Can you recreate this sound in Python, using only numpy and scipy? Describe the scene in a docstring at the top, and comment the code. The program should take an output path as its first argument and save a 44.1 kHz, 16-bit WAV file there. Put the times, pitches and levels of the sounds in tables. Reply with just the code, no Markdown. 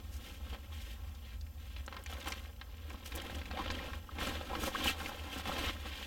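"""In a forest, a jacket rubs on a clip-on microphone while its wearer turns a small find in their fingers.
The cloth slides in strokes that grow busier. Folds buckle, fibres tick and squeak, and a ribbed seam
is drawn past twice. Wind rumbles underneath, along with a faint hiss.
A second, duller pickup is mixed in a few milliseconds late, which makes everything sound hollow."""
import sys
import numpy as np
from scipy import signal
from scipy.fft import rfft, irfft
from scipy.io import wavfile
from scipy.ndimage import uniform_filter1d

SR = 44100
rng = np.random.default_rng(int(sys.argv[2]) if len(sys.argv) > 2 else 0)


def transcribe(signal):
    """Save signal, clipped to [-1, 1], as a 16-bit WAV file at the path in sys.argv[1]."""
    frames = np.atleast_2d(signal).T
    limited = np.clip(frames, -1, 1)
    pcm = np.round(limited * 32767).astype(np.int16)
    wavfile.write(sys.argv[1], SR, pcm)


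N = 267642
TIME = np.arange(N) / SR
FREQS = np.fft.rfftfreq(N, 1 / SR)


def rubbing():
    """Cloth slides, slips and catches on the microphone: a low scrape, a bright swish and a high hiss."""
    # how strong each pitch is in the three parts of the rub: pitch_hz, level_db
    scrape_spectrum = [(100, 6.5), (170, 5.5), (250, 3.5), (420, 2.5), (800, -1), (1150, -1), (1700, -6),
                       (2400, -23.5), (4000, -44.5)]
    swish_spectrum = [(900, -18), (1700, -4.5), (2300, -1.5), (2800, 0.5), (3250, 1.5), (3700, -3),
                      (4500, -9), (6000, -20), (10000, -34.5)]
    hiss_spectrum = [(3500, -3), (5500, 3.5), (7500, 1.5), (10000, -0.5), (13500, 2), (16500, -5.5)]
    # how heavily the cloth leans on the microphone housing: time_s, bass_gain_db
    weight = [(.5, 4.5), (1.9, -15), (2.4, -10), (3.1, 6), (5.6, -1)]
    swish_db, scrape_db, hiss_db = strokes()
    # harder strokes pack the slips closer together
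    threads = slips(per_s=2600 * undb(0.82 * np.maximum(swish_db + 52, 0)), spread_db=3.5)
    fibres = slips(per_s=900 * undb(1.2 * np.maximum(hiss_db + 64.5, 0)), spread_db=5.5)
    creases = crinkles(per_s=28, q=2.97, spread_db=4.0)
    grip = catches(per_s=65, relax_s=0.011, spread_db=2.5)
    drag = catches(per_s=90, relax_s=0.0073, spread_db=1.0)  # the heavier weave also catches on its own

    scrape = colour(0.42 * creases + 0.79 * threads + 0.71 * rng.standard_normal(N), scrape_spectrum)
    scrape *= unit(1.36 + 0.11 * grip + 0.98 * drag)
    bass = signal.sosfilt(signal.butter(1, 350, fs=SR, output="sos"), scrape)
    bass_gain_db, = curves(weight)
    scrape += (undb(bass_gain_db) - 1) * bass  # a light touch hardly shakes the housing

    swish = colour(0.24 * creases + threads + 0.8 * rng.standard_normal(N), swish_spectrum)
    swish *= unit(1.5 + 0.54 * grip)
    hiss = colour(0.61 * fibres + rng.standard_normal(N), hiss_spectrum)
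    hiss *= unit(1.05 + 0.51 * grip)
    swish = crackling(swish, swish_spectrum, per_s=86, spread_db=2.5)
    hiss = crackling(hiss, hiss_spectrum, per_s=80, spread_db=2.5)
    return scrape * undb(scrape_db) + swish * undb(swish_db) + hiss * undb(hiss_db)


def strokes():
    """Each stroke takes hold, slides and lets go; gives the levels of swish, scrape and hiss in dB."""
    # strokes of the cloth: start_s, length_s, swish_db, scrape_above_swish_db, hiss_above_swish_db
    slides = [(0.099, 0.071, -67.5, -15, 7.5), (0.188, 0.18, -58.5, -15, -4), (0.417, 0.11, -59, -3, -8.5),
              (0.517, 0.026, -54, 8.5, -10.5), (0.696, 0.24, -59, -17, -4), (1.204, 0.14, -62, -5, -13),
              (1.566, 0.25, -62, -14, -8.5), (1.902, 0.11, -69, 16, -1), (2.046, 0.33, -55, 2, -4.5),
              (2.259, 0.021, -44, 0.5, -4), (2.874, 0.079, -58.5, 5.5, -8), (3.037, 0.047, -54, -12, 2),
              (3.075, 0.32, -52.5, -2, -9), (3.137, 0.045, -53.5, 7, -4), (3.485, 0.4, -52.5, 3.5, -17),
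              (3.57, 0.062, -54, 7.5, -16), (3.693, 0.025, -47, 0, -11), (4.182, 0.11, -42, 0, -8.5),
              (4.286, 0.079, -49, 3, -8.5), (4.482, 0.11, -54, 11, -8), (4.583, 0.1, -46, 4.5, 0.5),
              (4.722, 0.13, -45, 0.5, -9.5), (4.823, 0.082, -37.5, -5.5, -7), (4.957, .14, -56.5, 9, 1),
              (5.303, 0.1, -48.5, -1, -7), (5.44, 0.18, -44.5, 3.5, -9), (5.625, 0.072, -40.5, 0, -11.5),
              (5.82, 0.22, -49.5, -6, -12)]
    # between strokes the jacket keeps creeping, more as its wearer grows restless: time_s, swish_db
    creep = [(0, -64.5), (1.05, -65), (1.4, -72), (2.45, -58), (2.56, -69), (2.85, -62.5), (3.4, -60),
             (3.92, -54.5), (4.04, -66.5), (4.2, -55), (5.2, -52.5), (6.06, -56.5)]
    creep_db, = curves(creep)
    power = undb([creep_db, creep_db + 1.5, creep_db - 8]) ** 2  # swish, scrape, hiss
    for start, length, db, scrape_db, hiss_db in slides:
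        t = TIME - start
        rise_s, fade_s = 0.015 + 0.13 * length, 0.018  # a long stroke takes longer to get going
        rise = np.clip(t / rise_s, 0, 1)
        fade = np.exp(-np.clip(t - length, 0, 1) / fade_s)
        gains = undb([db, db + scrape_db, db + hiss_db])
        power += np.outer(gains, rise * fade) ** 2
    return 10 * np.log10(power)


def slips(per_s, spread_db):
    """Threads let go in random clicks, many small and a few large; packed closer, they sound smoother."""
    hit = rng.random(N) < per_s / SR
    size = undb(spread_db * np.minimum(rng.exponential(size=N), 3))
    return unit(hit * rng.choice([-1, 1], N) * size / np.sqrt(per_s))


def catches(per_s, relax_s, spread_db):
    """The cloth catches and lets go: sudden jumps of friction that die away."""
    jumps = np.abs(slips(per_s, spread_db))
    decay = np.exp(-1 / (relax_s * SR))
    return unit(signal.lfilter([1], [1, -decay], jumps))


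def crinkles(per_s, q, spread_db):
    """Small creases of many sizes give way; each rings for a few cycles at its own pitch."""
    out = np.zeros(N)
    for hz in np.geomspace(220, 4200, num=20):
        clicks = slips(per_s, spread_db)
        out += resonate(resonate(clicks, hz, q), hz, q)
    return unit(out)


def crackling(slide, spectrum, per_s, spread_db):
    """Where the cloth is bunched, part of a slide breaks up into separate crackles, each a tiny burst."""
    # the cloth bunches up, then is pulled smoother: time_s, crackle_share (0 to 1)
    bunching = [(1.6, 0), (1.9, 0.6), (3.45, .45), (4.2, 0.13)]
    share, = curves(bunching)
    bursts = catches(per_s, relax_s=0.0015, spread_db=spread_db) * rng.standard_normal(N)
    return np.sqrt(1 - share) * slide + np.sqrt(share) * colour(bursts, spectrum)


def folds():
    """A fold snaps through, then crumples briefly; the cloth damps it at once and swallows its treble."""
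    # folds buckling: start_s, peak_db, pitch_hz
    buckles = [(0.5465, -40, 1010), (1.7642, -38, 1860), (1.8789, -31, 990), (1.9256, -31.5, 1300),
               (1.9448, -40, 1320), (1.9667, -32.5, 1380), (2.0609, -36.5, 2120), (2.2148, -39, 2410),
               (2.2606, -34, 854), (2.273, -31.5, 526), (2.3214, -28.5, 2680), (2.6131, -35, 1620),
               (3.12, -37.5, 2150), (3.1515, -37, 1690), (3.2971, -36.5, 700), (3.415, -36, 1720),
               (3.456, -38, 2200), (3.5118, -34, 1170), (3.5728, -32, 820), (3.6605, -29, 800),
               (3.7024, -29, 2140), (3.9332, -36, 990), (4.185, -31, 960), (4.4113, -29.5, 696),
               (4.5523, -28, 1080), (5.0031, -33, 1450), (5.0597, -28.5, 1400), (5.093, -32, 700),
               (5.4556, -32, 1160)]
    out, t = np.zeros(N), TIME[:2048]
    muffle = signal.butter(4, 4400, fs=SR, output="sos")
    snap_and_crumple = np.exp(-t / 0.0016) + 0.26 * np.exp(-t / 0.012)
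    for start, db, hz in buckles:
        burst = rng.choice([-1, 1], len(t)) * snap_and_crumple
        add(out, start, signal.sosfilt(muffle, resonate(burst, hz, q=1.0)), db)
    return out


def ticks():
    """Stiff fibres flick against the microphone; the finer the fibre, the higher and shorter its tick."""
    # single fibres flicking: start_s, peak_db, pitch_hz
    flicks = [(1.149, -48, 4170), (1.411, -43.5, 4500), (1.466, -50.5, 2410), (1.8632, -41.5, 6800),
              (2.0387, -38, 15400), (2.0617, -40, 5700), (2.1849, -44, 15000), (2.3212, -33, 5860),
              (3.153, -34, 13500), (3.1597, -30, 14100), (3.218, -41, 9500), (3.355, -40, 6000),
              (3.7114, -37, 5440), (4.271, -34, 6940)]
    out, t = np.zeros(N), TIME[:1024]
    ring_cycles = 11
    for start, db, hz in flicks:
        flick = rng.choice([-1, 1], len(t)) * np.exp(-t * hz / ring_cycles)
        add(out, start, resonate(resonate(flick, hz, q=1.35), hz, q=1.35), db)
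    return out


def squeaks():
    """For a few milliseconds the slips fall in step and make a rough tone."""
    # cloth catching and squeaking: start_s, peak_db, pitch_hz, length_s
    snags = [(3.587, -35, 1090, 0.028), (3.788, -38.5, 1860, 0.0093), (4.090, -39, 1170, 0.0073),
             (4.747, -28.5, 1124, 0.0098), (4.754, -29.5, 1570, 0.0075), (4.872, -23.5, 3110, 0.015),
             (4.89, -29, 2700, 0.0044), (4.912, -33, 3136, 0.0062)]
    out = np.zeros(N)
    for start, db, hz, length in snags:
        swell = signal.windows.tukey(int(length * SR), 0.7)
        wobble, roughness = (wander(per_s=550)[:len(swell)] for _ in range(2))
        pitch_hz = hz * (1 + 0.079 * wobble)
        tone = np.sin(2 * np.pi * np.cumsum(pitch_hz) / SR)
        add(out, start, swell * undb(4.0 * roughness) * tone, db)
    return out


def seam():
    """The uneven ribs of a seam pass faster and faster: a rough zip that climbs as the pull speeds up."""
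    # a ribbed seam drawn past: start_s, length_s, level_db, starting_pitch_hz
    pulls = [(3.52, 0.11, -43.5, 521), (4.468, .095, -42.5, 555)]
    rise_octaves_per_s, width_hz = 11, 310
    out = np.zeros(N)
    for start, length, db, hz in pulls:
        t = np.clip(TIME - start, 0, length)
        pitch_hz = hz * 2 ** (rise_octaves_per_s * t)
        ribs = np.exp(2j * np.pi * np.cumsum(pitch_hz) / SR)
        unevenness = wander(width_hz) + 1j * wander(width_hz)  # smears the tone into a band of noise
        swell = np.sin(np.pi * (t / length) ** 2)
        out += undb(db) * swell * np.real(ribs * unevenness)
    return out


def wind():
    """A deep rumble: the breeze sets its strength, and swirls of air make it flutter."""
    # how strong each pitch is in the rumble: pitch_hz, level_db
    rumble_spectrum = [(10, -31), (22, -26), (42, -10.5), (58, 0.5), (70, 1), (80, 8.5), (88, -15.5),
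                       (100, -7.5), (135, -26), (225, -21.5), (330, -40), (700, -50)]
    # strength of the breeze: time_s, level_db
    breeze = [(0, -46.5), (1.4, -45.5), (2.1, -47), (3.1, -48.5), (3.3, -45), (5.1, -47.5), (5.42, -49),
              (5.7, -43), (6.06, -50.5)]
    breeze_db, = curves(breeze)
    swirls = colour(rng.standard_normal(N), rumble_spectrum)
    slow_level = np.sqrt(uniform_filter1d(swirls ** 2, int(0.4 * SR)))
    return swirls / slow_level * undb(breeze_db)


def background_hiss():
    """A faint, even hiss in two parts: one for the centre and a weaker one for the sides."""
    # how strong each pitch is in the two parts: pitch_hz, level_db
    centre_spectrum = [(200, 13), (700, 10), (1400, 1.5), (3200, -20), (5000, -1.5), (10500, -28),
                       (12000, 3), (16500, -1.5)]
    side_spectrum = [(100, 6.5), (5000, -1), (10500, 8.5), (12500, -14)]
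    centre = colour(rng.standard_normal(N), centre_spectrum) * undb(-65.5)
    sides = colour(rng.standard_normal(N), side_spectrum) * undb(-76.5)
    return centre, sides


def undb(db):
    """Turn decibels into a number to multiply a sound by."""
    return 10 ** (np.asarray(db) / 20)


def unit(x):
    """Scale a signal so that its average level (rms) is 1."""
    return x / np.sqrt(np.mean(x ** 2))


def curves(table):
    """Join the points of a timed table with straight lines, one curve for each column of values."""
    times, *columns = np.transpose(table)
    return [np.interp(TIME, times, column) for column in columns]


def response(points):
    """Gain at every frequency, from points of pitch_hz, level_db."""
    hz, db = np.transpose(points)
    return undb(np.interp(np.log(FREQS + 1), np.log(hz), db))


def colour(x, points):
    """Turn a sound's pitches up or down to follow a spectrum, then set its average level to 1."""
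    return unit(irfft(rfft(x) * response(points), N))


def wander(per_s):
    """A random drift that heads for a new value per_s times a second."""
    step = max(int(SR / per_s), 1)
    stairs = np.repeat(rng.standard_normal(N // step + 1), step)
    return unit(uniform_filter1d(stairs, step)[:N])


def resonate(x, hz, q):
    """Make a sound ring around one pitch; a higher q rings longer."""
    hz = min(hz, 0.42 * SR)
    q = max(q, hz / (0.4 * SR))  # keeps the filter stable at high pitches
    return signal.lfilter(*signal.iirpeak(hz, q, fs=SR), x)


def add(track, start_s, sound, peak_db):
    """Lay a sound into a track at a time and a peak level."""
    i = max(int(start_s * SR), 0)
    track[i:i + len(sound)] += (undb(peak_db) * sound / np.abs(sound).max())[:N - i]


def scene():
    """Cloth and wind in the centre, over a faint hiss that spreads a little to the left and right."""
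    hiss, sides = background_hiss()
    centre = rubbing() * undb(-0.97) + folds() + ticks() + squeaks() + seam() + wind() + hiss
    return np.array([centre + sides, centre - sides])


def record(dry):
    """The late pickup weakens evenly spaced pitches, which sounds hollow; the highest treble is cut."""
    # the duller pickup compared with the direct one: pitch_hz, level_db
    late_spectrum = [(100, -6.5), (1500, -4), (3500, -3.5), (6800, -1), (8200, -4.5), (10000, -13),
                     (13000, -44)]
    delay_s, top_hz = 0.003773, 16600
    late = response(late_spectrum) * np.exp(-2j * np.pi * FREQS * delay_s)
    mixed = irfft(rfft(dry) * (1 + late), N)
    treble_cut = signal.ellip(10, 0.2, 70, top_hz, fs=SR, output="sos")
    return signal.sosfilt(treble_cut, mixed)


dry = scene()
out = record(dry)
transcribe(out)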